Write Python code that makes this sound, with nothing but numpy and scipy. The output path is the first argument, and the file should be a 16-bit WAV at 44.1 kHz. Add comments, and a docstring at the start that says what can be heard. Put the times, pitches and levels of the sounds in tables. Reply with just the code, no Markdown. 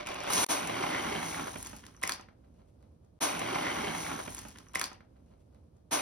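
"""Dry cat food is tipped from a foil bag into a small bowl on a padded mat in a living room. Thousands of tiny
random clicks, each ringing like what it touches, make the rattle, patter and foil hiss. Short noise bursts make
the cracks of the foil, one ping of a pellet on the bowl's rim and the knocks of stray pellets; fading low
tones, the bowl thuds. The sound drops out briefly after the first rush; the pour thins out, and a shake snaps
the emptied bag. A low rumble of the house lies beneath. The pour then repeats twice from the end of that gap,
the last time briefly."""
import sys
import numpy as np
from scipy import signal
from scipy.fft import rfft, irfft, next_fast_len
from scipy.io import wavfile
from scipy.ndimage import uniform_filter1d

SR = 44100
rng = np.random.default_rng(int(sys.argv[2]) if len(sys.argv) > 2 else 0)


def to_wav(sig):
    """Store sig (one row per channel, or 1-D mono) as 16-bit WAV at the path in sys.argv[1].

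    Samples outside -1..1 are clipped; the rate is SR.
    """
    pcm = np.clip(np.atleast_2d(sig), -1, 1) * 32767
    pcm = np.round(pcm).astype(np.int16)
    wavfile.write(sys.argv[1], SR, pcm.T)  # frames by channels


N = 265041

# The first pellets creep along the tilting bag.
# Each row: time in seconds, relative rattle level in dB, relative foil hiss level in dB.
FIRST_SLIDE = [(0.0, -39.5, -63), (0.058, -50.5, -70.5), (0.074, -38.5, -59.5), (0.18, -43.5, -58.5)]
# The stream from the bag steadies and thins out.
# Each row: time in seconds, relative patter level in dB, relative foil hiss level in dB.
STREAM = [(0.6, -41.5, -47.5), (0.76, -36, -48.5), (0.93, -35, -45.5), (1.15, -36.5, -47), (1.29, -41, -41),
          (1.40, -41.5, -46), (1.52, -51.5, -48), (1.61, -57.5, -50.5), (1.67, -65.5, -61),
          (1.71, -60, -55.5), (1.81, -68.5, -69.5), (2.0, -71, -70.5)]
# Creases of the foil buckle and crack; one row, the faint long ping at 1.964 s, is a pellet striking the bowl's
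# rim. Each row: start in seconds, relative level in dB, pitch of the ring (the foil panel, or the rim) in Hz,
# lift at that pitch in dB, brightness in dB per octave.
CRACKS = [(0.0105, -37, 3715, 12.5, -7.5), (0.0618, -27.5, 2443, 15, -5),
          (0.0702, -23.5, 2407, 7.5, 0), (0.0855, -38, 2460, 3.5, -3), (0.089, -32, 3830, 4.5, 0),
          (0.118, -34, 2520, 9.5, 1), (0.1375, -36, 9500, 5, -3.5), (0.1436, -30.5, 2404, 9, -1),
          (0.2038, -26.5, 4525, 3.5, -3.5), (0.2355, -31.5, 2340, 4, 2.5),
          (0.276, -25, 1800, 8, -4.5), (0.303, -19.5, 5780, 1, 7), (0.3336, -14.5, 4370, 2, 3),
          (0.379, -12.5, 6050, 4, -3.5), (0.6726, -25.5, 8670, 15, 0), (0.829, -24, 5900, 10, -5.5),
          (1.584, -33, 9000, 7, 13), (1.602, -32.5, 6030, -2, -0.5), (1.6272, -26.5, 10050, 4, 1),
          (1.6478, -38.5, 5950, 8, 1), (1.661, -31, 6040, 11, -3), (1.6687, -26, 6040, -0.5, 2.5),
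          (1.685, -48.5, 4500, -2, 2.5), (1.7638, -31.5, 4080, -2.5, 3),
          (1.852, -40.5, 5900, 0.5, -0.5), (1.865, -34.5, 6070, 3, -1), (1.884, -41.5, 3200, 3.5, -6),
          (1.964, -52, 5850, 26.5, 0.5), (2.0145, -41.5, 9000, 2.5, 0.5),
          (2.0285, -26, 1650, 6.5, -0.5), (2.0315, -19.5, 5030, -3.5, 2),
          (2.0355, -17.5, 1927, 14.5, 0), (2.0475, -32, 5540, 4, -3.5),
          (2.0752, -17.5, 2180, 14.5, 1.5), (2.0936, -13.5, 1907, 12.5, 1),
          (2.102, -28.5, 2680, 7, -2.5), (2.1203, -19, 4200, 15.5, 0), (2.1265, -34.5, 3200, 8.5, 2),
          (2.1325, -31, 4700, 12, -4), (2.139, -41.5, 4400, 13, -2), (2.21, -42, 6050, 6, -1),
          (2.807, -64, 4000, 2, -6), (2.8255, -60, 4800, 10, 4), (2.914, -67.5, 2300, 18, -8),
          (3.047, -66, 5000, 9, 4)]
# Clumps and stray pellets land. Each row: start in seconds, relative level in dB, ring in Hz.
LANDINGS = [(0.302, -20.5, 1000), (0.695, -20.5, 1050), (0.766, -23, 1340), (0.791, -36, 2220),
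            (0.825, -21.5, 1480), (0.838, -20.5, 990), (0.9, -25, 1050), (0.946, -18, 2050),
            (0.987, -39.5, 1990), (1.068, -27.5, 780), (1.151, -22.5, 1031), (1.227, -28, 960),
            (1.344, -20, 1970), (1.375, -26, 880), (1.395, -22, 1230), (1.408, -32.5, 1490),
            (1.455, -34.5, 1240), (1.47, -24, 2200), (1.479, -23.5, 2560), (1.541, -33.5, 990),
            (1.5584, -24.5, 2140), (1.6, -52, 770), (1.641, -41, 1100), (1.73, -32.5, 860),
            (1.833, -44.5, 1150), (1.838, -38, 1610), (1.881, -56.5, 1100), (1.906, -52.5, 2000),
            (1.946, -47.5, 1200), (1.972, -51, 1200), (2.0205, -31, 1107), (2.036, -20.5, 1040),
            (2.195, -33.5, 896), (2.224, -42, 2800), (2.2855, -41, 1500), (2.329, -58, 1100)]
# Colour of a sharp foil crease. Each row: frequency in Hz, relative level in dB.
CREASE_COLOUR = [(80, -20), (250, -13), (550, -11), (1000, 1.5), (1400, -5.5), (1900, -3.5), (3000, -4),
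                 (4800, -6.5), (7000, 0), (10500, -6), (13000, -12), (16000, -14)]
# Colour of a landing clump. Each row: frequency in Hz, relative level in dB.
KNOCK_COLOUR = [(60, -20.5), (250, -1), (600, 6), (1000, 4), (2100, -2.5), (3200, -5), (5500, -17),
                (14000, -27.5)]

SPLICES_S, REPEAT_FROM_S, POUR_S = (3.204, 5.9074), 0.484, 3.19
TIME = np.arange(int(POUR_S * SR)) / SR
KERNEL = 2048  # samples in one short ring or burst
PLACES = 3  # groups of sounds, each with its own path through the room
RUSH_RATTLE_DB = -31  # rattle of the rush, also the yardstick for the flow


def from_db(db):
    """Turn decibels into a plain gain."""
    return 10 ** (np.asarray(db) / 20)


def in_time(rows):
    """Join the points of each column by straight lines over the whole pour."""
    s, *columns = np.transpose(rows)
    return [np.interp(TIME, s, column) for column in columns]


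def at_hz(points, hz, axis=1):
    """Read a table at any frequency, spacing the frequencies by ratio as the ear does."""
    table = np.array(points)
    return np.interp(np.log(hz + 1), np.log(table[:, 0]), table[:, axis])


def filtered(x, response):
    """Make each frequency stronger or weaker, as a function of Hz tells."""
    size = next_fast_len(x.shape[-1] + KERNEL, True)
    spectrum = rfft(x, size) * response(np.fft.rfftfreq(size, 1 / SR))
    return irfft(spectrum, size)[..., :x.shape[-1]]


def add(track, s, sound):
    """Mix a sound into a track, starting at s seconds."""
    part = track[int(s * SR):][:len(sound)]
    part += sound[:len(part)]


def resonate(x, modes):
    """Each resonance, given as Hz, width in Hz and lift in dB, lifts its own band and rings on."""
    for hz, width, db in modes:
        b, a = signal.iirpeak(hz, hz / width, fs=SR)
        x = x + (from_db(db) - 1) * signal.lfilter(b, a, x)
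    return x


def swell(s, rise_s, fall_s, hold_s=0):
    """Rise to full level at s, hold, then fall; rise and fall are the times for 20 dB."""
    before = np.maximum(s - TIME, 0) / rise_s
    after = np.maximum(TIME - s - hold_s, 0) / fall_s
    return from_db(-20 * np.minimum(before + after, 10))


def swells(events, rise_s, fall_s):
    """Add up one swell for each row that starts with a time in seconds and a level in dB."""
    return sum(from_db(db) * swell(s, rise_s, fall_s) for s, db, *_ in events)


def clumps(depth_db, length_s=0.0045):
    """Smoothed noise gives an uneven gain that swells and sinks in lumps of about this length."""
    drift = uniform_filter1d(rng.standard_normal(len(TIME)), max(int(length_s * SR), 1))
    gain = from_db(depth_db * drift / drift.std())
    return gain / np.sqrt(np.mean(gain ** 2))


def contact(colour, ripple_db=4.5, count=70):
    """The ring of one touch, of unit energy: the common colour with random peaks of its own."""
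    hz = np.fft.rfftfreq(KERNEL, 1 / SR)
    own = np.column_stack([np.geomspace(100, SR / 2, count), rng.normal(0, ripple_db, count)])
    # folding the cepstrum makes the ring start at once and die away (minimum phase)
    cepstrum = irfft(np.log(from_db(at_hz(colour, hz) + at_hz(own, hz))))
    cepstrum[1:KERNEL // 2] *= 2
    cepstrum[KERNEL // 2 + 1:] = 0
    ring = irfft(np.exp(rfft(cepstrum)))
    return ring / np.linalg.norm(ring)


def contact_rate():
    """Touches come faster in a stronger flow: a trickle, plus a share that grows with the flow."""
    trickle_per_s, full_flow_per_s = 450, 3000
    flow_db = np.where(TIME < REPEAT_FROM_S, in_time(FIRST_SLIDE)[0], in_time(STREAM)[0])
    flow = np.hypot(rush(), from_db(flow_db - RUSH_RATTLE_DB))
    return trickle_per_s + full_flow_per_s * flow


def grains(colour, level, spread_db, density=1, ripple_db=3.5, count=30):
    """Random touches, at density times the contact rate, set differently ringing pellets off; one row per place."""
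    chance = np.clip(density * contact_rate(), 1, SR) / SR
    sizes = from_db(spread_db * np.minimum(rng.exponential(1, len(TIME)), 3.5))
    sizes *= rng.choice([-1, 1], len(TIME)) / np.sqrt(np.mean(sizes ** 2))
    # rarer clicks are made larger, so that the level stays as set
    clicks = (rng.random(len(TIME)) < chance) * sizes * level / np.sqrt(chance)
    dealt = rng.integers(0, count, len(TIME))
    out = np.zeros((PLACES, len(TIME)))
    for k in range(count):
        ring = contact(colour, ripple_db)
        out[k % PLACES] += signal.oaconvolve(clicks * (dealt == k), ring)[:len(TIME)]
    return out


def burst(colour, rise_s, t60):
    """A dense cluster of touches builds up and dies quickly (t60: time to fall 60 dB), at a fixed energy."""
    t = np.arange(KERNEL) / SR
    envelope = (1 - np.exp(-t / rise_s)) * from_db(-60 * t / t60)
    cluster = rng.choice([-1, 1], KERNEL) * envelope
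    sound = signal.fftconvolve(cluster, contact(colour, ripple_db=0.5))
    return sound / np.linalg.norm(sound) * np.pi


def diffuse(size):
    """White noise from all sides reaches the two microphone ports, partly alike."""
    # Each row: frequency in Hz, likeness of the two ports (1 alike, 0 unrelated, below 0 opposed).
    likeness = [(100, .96), (250, .9), (360, .6), (520, -.2), (900, -.2), (1500, 0), (2200, .4), (3200, .3),
                (4200, -.2), (5700, -.2), (7300, .9), (9000, .55), (11000, .9), (13000, .3)]
    mid, side = rng.standard_normal((2, size))
    mid = filtered(mid, lambda hz: np.sqrt((1 + np.clip(at_hz(likeness, hz), -1, 1)) / 2))
    side = filtered(side, lambda hz: np.sqrt((1 - np.clip(at_hz(likeness, hz), -1, 1)) / 2))
    return np.array([mid + side, mid - side])


def pellet_flow():
    """Strengths of the first slide's rattle and hiss, the patter inside the bag and outside, and the pour's hiss."""
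    # How much of the patter still comes from inside the bag. Each row: time in seconds, share 0-1.
    share_in_bag = [(0.5, 1), (0.65, 0.37), (0.85, 0.7), (1.3, 0.47)]
    sliding = TIME < REPEAT_FROM_S
    falling = ~sliding * np.interp(TIME, [2.0, 2.1], [1, 0])
    slide_rattle, slide_hiss = from_db(in_time(FIRST_SLIDE)) * sliding
    patter, pour_hiss = from_db(in_time(STREAM)) * falling
    inside = np.clip(in_time(share_in_bag)[0], 0, 1)
    return slide_rattle, slide_hiss, patter * np.sqrt(inside), patter * np.sqrt(1 - inside), pour_hiss


def kibble():
    """Pellets rattle down the bag, fall on the heap and spill over, scraping the foil all the while."""
    slide_rattle, slide_hiss, inside, outside, pour_hiss = pellet_flow()
    landing = landing_strength(outside)
    ringing = bag_ring(bag_rattle(slide_rattle + inside) + heap_patter(landing))
    return ringing + hard_bounces(landing) + mat_thuds(landing) + foil_hiss(slide_hiss + pour_hiss)


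def bag_rattle(rattle):
    """Pellets knock about inside the bag, which has extra resonances while it is still full."""
    # Colour of a touch inside the bag. Each row: frequency in Hz, relative level in dB.
    bag_colour = [(40, -30), (80, -16.5), (150, -15.5), (300, -4.5), (480, -7), (570, -1.5), (750, -1),
                  (1150, -3), (1800, -10.5), (2400, -10.5), (3500, -12), (6000, -19), (15000, -48.5)]
    # Resonances of the full bag. Each row: frequency in Hz, width in Hz, lift in dB.
    full_bag_modes = [(587, 50, 4), (775, 30, 3), (1020, 40, 3)]
    rattle = rattle + from_db(-46) * shake()
    rattle = np.hypot(rattle, from_db(RUSH_RATTLE_DB) * rush())
    uneven = rattle * clumps(depth_db=1.0, length_s=0.0055)
    sound = grains(bag_colour, uneven, spread_db=2.5, ripple_db=6.0)
    full = np.interp(TIME, [.13, .3], [1, 0])
    return resonate(sound * full, full_bag_modes) + sound * (1 - full)


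def foil_hiss(hiss):
    """Many fine scrapes on the foil hiss; in the rush the hiss rises and falls faster than the rattle."""
    # Colour of a scrape on the foil. Each row: frequency in Hz, relative level in dB.
    foil_colour = [(200, -35.5), (1000, -7), (2500, -10.5), (4000, 2), (5000, -3.5), (6200, 8.5),
                   (7500, -1), (9000, 6.5), (11000, 0), (13000, -4.5), (15500, -7), (17000, -20.5)]
    rush_hiss = from_db(-29) * swell(0.33, rise_s=0.052, fall_s=0.13, hold_s=0.18)
    return grains(foil_colour, np.hypot(hiss, rush_hiss), spread_db=2.5, density=2.5, ripple_db=4.5)


def landing_strength(outside):
    """The uneven patter outside the bag, plus a small shower of pellets with each landing clump."""
    patter = outside * from_db(-1) * clumps(depth_db=1.0)
    showers = from_db(-22.5) * swells(LANDINGS, rise_s=0.0061, fall_s=0.031)
    return np.hypot(patter, showers)


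def heap_patter(landing):
    """Pellets patter on their own heap, and the bowl and open bag above it resonate."""
    # Colour of a touch on the heap. Each row: frequency in Hz, relative level in dB.
    heap_colour = [(35, -30.5), (60, -16.5), (120, -4.5), (190, -5.5), (260, -1), (370, -2), (500, -9.5),
                   (700, -7), (1100, -6.5), (1450, -9), (2000, -4.5), (2800, -13.5), (4200, -20.5),
                   (7000, -36), (15000, -51)]
    # Resonances of the bowl and open bag. Each row: frequency in Hz, width in Hz, lift in dB.
    cavity_modes = [(251, 47, 1.5), (770, 24, 9.5), (1040, 220, 5.5), (3200, 160, 10)]
    return resonate(grains(heap_colour, landing, spread_db=2.5, density=.62, ripple_db=7.0), cavity_modes)


def hard_bounces(landing):
    """A few pellets bounce hard and stand out, with strongly differing rings."""
    return grains(KNOCK_COLOUR, from_db(-7) * landing, spread_db=6.5, density=0.043, ripple_db=9.5)


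def mat_thuds(landing):
    """The mat thuds softly under the stream, and again as the bowl overflows."""
    # Colour of a thud on the mat. Each row: frequency in Hz, relative level in dB.
    mat_colour = [(20, -25.5), (40, -6.5), (65, 4), (110, 0.5), (170, -5), (280, -4.5), (600, -18),
                  (1200, -19.5), (4000, -55.5)]
    spill = from_db(-53.5) * swell(1.6, rise_s=0.22, fall_s=0.37)
    return grains(mat_colour, from_db(-20) * landing + spill, spread_db=8.0)


def bag_ring(x, width_hz=260, size=256):
    """The main resonance of the bag glides as the load inside shifts; its pitch is reset every few ms."""
    # Each row: time in seconds, pitch in Hz, lift in dB.
    glide = [(0.0, 2250, 8.5), (0.07, 2430, 8), (0.25, 2350, 7.5), (0.4, 2230, 2.5), (0.65, 2440, 6.5),
             (0.85, 2160, 4), (0.96, 2033, 8.5), (1.06, 2150, 2.5), (1.17, 2190, 6.5), (1.5, 2250, 2)]
    hz, db = in_time(glide)
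    band, state = np.zeros_like(x), np.zeros((len(x), 2))
    for i in range(0, len(TIME), size):
        b, a = signal.iirpeak(hz[i], hz[i] / width_hz, fs=SR)
        band[:, i:i + size], state = signal.lfilter(b, a, x[:, i:i + size], zi=state)
    return x + (from_db(db) - 1) * band


def ambience(level_db=-59, waver_db=1.1):
    """Filtered noise makes the low rumble of the house, wavering a little above the deep bass."""
    # Each row: frequency in Hz, relative level in dB.
    house_colour = [(15, -37), (30, -25), (45, -7), (60, 5), (78, 3), (105, -1), (160, -4.5), (230, -4),
                    (350, -12), (520, -12.5), (660, -18), (800, -24), (1000, -25.5), (2000, -41),
                    (4000, -41), (10000, -45), (16000, -56.5)]
    noise = filtered(diffuse(len(TIME)), lambda hz: from_db(at_hz(house_colour, hz)))
    bass = filtered(noise, lambda hz: hz < 160)
    wavering = (noise - bass) * clumps(waver_db, length_s=0.053)
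    return from_db(level_db) * (bass + wavering) / noise.std()


def cracks():
    """Each buckling crease gives a dry crack, coloured by the panel of foil beside it; the one pellet on the
    bowl's rim pings at its own pitch."""
    panel_width = 0.76  # width of a slack panel's ring, as a share of its pitch
    out = np.zeros((PLACES, len(TIME)))
    for k, (s, db, hz, lift_db, tilt_db) in enumerate(CRACKS):
        colour = [(f, level + tilt_db * np.log2(f / hz)) for f, level in CREASE_COLOUR]
        crack = burst(colour, rise_s=0.00034, t60=0.011)
        # a higher lift makes the panel's ring narrower and longer
        width = panel_width * hz / from_db(max(lift_db, 0))
        add(out[k % PLACES], s, from_db(db) * resonate(crack, [(hz, width, lift_db)]))
    return out


def foil_rustle():
    """Creases crinkle crisply and limp foil bends softly as the emptied bag is lifted and drawn back."""
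    # Each row: time in seconds, relative crisp level in dB, relative soft level in dB.
    rustles = [(1.635, -48, -71.5), (1.76, -59, -78), (2.445, -80, -64), (2.55, -80, -72.5),
               (2.605, -91, -62), (2.68, -80.5, -80), (2.825, -88, -64.5), (2.915, -86, -85),
               (3.05, -87, -76)]
    # Colour of limp foil. Each row: frequency in Hz, relative level in dB.
    limp_colour = [(150, -28.5), (600, 13.5), (1250, 1.5), (1800, -4), (2500, -6.5), (4500, -12),
                   (8000, -23), (16000, -25)]
    crisp = swells(rustles, rise_s=0.034, fall_s=0.15)
    # every crack brings a brief crinkle with it
    crisp = crisp + from_db(-27.5) * swells(CRACKS, rise_s=0.0038, fall_s=0.047)
    soft = swells([(s, soft_db) for s, _, soft_db in rustles], rise_s=0.03, fall_s=.05)
    return (grains(CREASE_COLOUR, crisp, spread_db=4.0, density=2.2)
            + grains(limp_colour, soft, spread_db=3.0, density=1.4, count=12))


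def bowl_thuds(level_db=1.0, rise_s=0.0035, t60=0.061):
    """Heavy clumps push the heap and the bowl into the mat: a soft, low boom that dies quickly."""
    # Each row: start in seconds, relative level in dB, boom in Hz.
    booms = [(0.106, -32, 380), (0.624, -30, 233), (0.692, -30.5, 250), (0.72, -29, 282),
             (0.765, -35.5, 322), (0.801, -27.5, 386), (0.887, -29.5, 251), (0.925, -28.5, 304),
             (0.99, -37, 370), (1.074, -29.5, 238), (1.115, -26.5, 404), (1.155, -34, 220),
             (1.233, -48, 282), (1.349, -34, 243), (1.556, -35, 253), (1.649, -39, 293), (1.67, -43, 260),
             (1.729, -41.5, 213), (2.04, -60.5, 283), (2.195, -47, 197)]
    out = np.zeros((PLACES, len(TIME)))
    t = np.arange(4 * KERNEL) / SR
    envelope = (1 - np.exp(-t / rise_s)) * from_db(-60 * t / t60)
    for k, (s, db, hz) in enumerate(booms):
        boom = envelope * np.sin(2 * np.pi * hz * t)
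        add(out[k % PLACES], s, from_db(db + level_db) * boom)
    return out


def stray_pellets(width_hz=340, ring_db=7):
    """Single clumps knock on the heap and the mat, each with a pitch of its own."""
    out = np.zeros((PLACES, len(TIME)))
    for k, (s, db, hz) in enumerate(LANDINGS):
        knock = resonate(burst(KNOCK_COLOUR, rise_s=0.00034, t60=0.03), [(hz, width_hz, ring_db)])
        add(out[k % PLACES], s, from_db(db) * knock)
    return out


def rush():
    """Strength, 0-1, of the rush in which the whole load lets go."""
    return swell(0.33, rise_s=0.15, fall_s=0.2, hold_s=0.18)


def dropout(cut_fall_s=0.0023, blip_rise_s=0.0021):
    """Gain of a brief gap: a sudden cut, one blip, a quick fade back in."""
    cut_s, blip_s, return_s, return_fade_s = 0.445, 0.4652, 0.485, 0.022
    before = from_db(-20 * np.clip((TIME - cut_s) / cut_fall_s, 0, 10))
    blip = from_db(-4.5) * swell(blip_s, blip_rise_s, cut_fall_s)
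    after = np.clip((TIME - return_s) / return_fade_s, 0, 1)
    return np.maximum(before + blip + after, from_db(-39.5))  # never quite silent


def shake():
    """Effort, 0-1, of the one shake that rattles the last pellets."""
    return swell(2.026, rise_s=0.0046, fall_s=.018, hold_s=0.086)


def room(x, first_echo_s=.004, tail_s=.5):
    """The direct sound is followed by a diffuse tail that dies sooner in the treble."""
    # Each row: frequency in Hz, time to fall 60 dB in seconds.
    room_t60 = [(150, .33), (1000, .30), (5000, .27), (14000, .22)]
    # Each row: frequency in Hz, reverberation against direct sound in dB.
    room_level = [(150, 1), (1000, -3.5), (5000, -6), (12000, -22)]
    t = np.arange(int(tail_s * SR)) / SR
    noise, tail = diffuse(len(t)), 0
    edges = np.append(0, np.geomspace(125, SR / 2, 9))
    for low, high in zip(edges, edges[1:]):
        centre = (low + high) / 2
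        decay = from_db(-60 * t / at_hz(room_t60, centre)) * (t > first_echo_s)
        band = filtered(noise, lambda hz: (hz >= low) & (hz < high))
        tail = tail + band * decay / np.linalg.norm(decay) * from_db(at_hz(room_level, centre))
    return x + signal.fftconvolve(x[None], tail, axes=1)[:, :len(x)]


def scatter(x, level_db=-6, t60=0.012):
    """Cat, hands and floor throw back the sound within milliseconds, differently to each port."""
    t = np.arange(KERNEL // 2) / SR
    decay = from_db(-60 * t / t60)
    echoes = diffuse(len(t)) * decay / np.linalg.norm(decay)
    return from_db(level_db) * signal.oaconvolve(x[None], echoes, axes=1)[:, :len(x)]


def ports(x):
    """The two microphone ports differ in level and phase, depending on frequency."""
    # Each row: frequency in Hz, left against right in dB, phase by which left leads in radians.
    port_difference = [(100, -1.9, -.1), (250, -5.2, -.15), (360, -7.5, -.1), (440, -5, -.2),
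                       (580, 0, -2.8), (880, 6.3, -2.4), (1080, 2.7, -.8), (1450, -.5, -.3),
                       (1750, -3.6, .3), (2100, .2, .8), (3200, .6, .8), (4100, 3.6, 1.3), (5400, 5.4, .7),
                       (5950, 1, -2.0), (7400, .2, -3.15), (9000, .2, -4.5), (11000, 0, -6.28),
                       (14600, 0, -9.4)]
    side = np.array([[.5], [-.5]])

    def response(hz):
        """Half of the difference goes to each port, in opposite directions."""
        gain = from_db(side * at_hz(port_difference, hz))
        gain = gain / np.sqrt(np.mean(gain ** 2, axis=0))
        return gain * np.exp(1j * side * at_hz(port_difference, hz, axis=2))
    return filtered(x, response)


def scene(sources_db=-2.0):
    """One pour, each place with its own path through the room; then its later part again at each splice."""
    sources = kibble() + cracks() + foil_rustle() + bowl_thuds() + stray_pellets()
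    sources = from_db(sources_db) * sources
    arriving = sum(room(place) + scatter(place) for place in sources)
    pour = ports(arriving + ambience()) * dropout()
    out = np.zeros((2, N))
    for track, channel in zip(out, pour):
        add(track, 0, channel)
        for s in SPLICES_S:
            add(track, s, channel[int(REPEAT_FROM_S * SR):])
    return out


def record(dry):
    """A steep low-pass filter removes the very top of the treble."""
    cutoff_hz = 16200
    low_pass = signal.ellip(12, .2, 100, cutoff_hz, fs=SR, output="sos")
    return signal.sosfilt(low_pass, dry)


dry = scene()
out = record(dry)
to_wav(out)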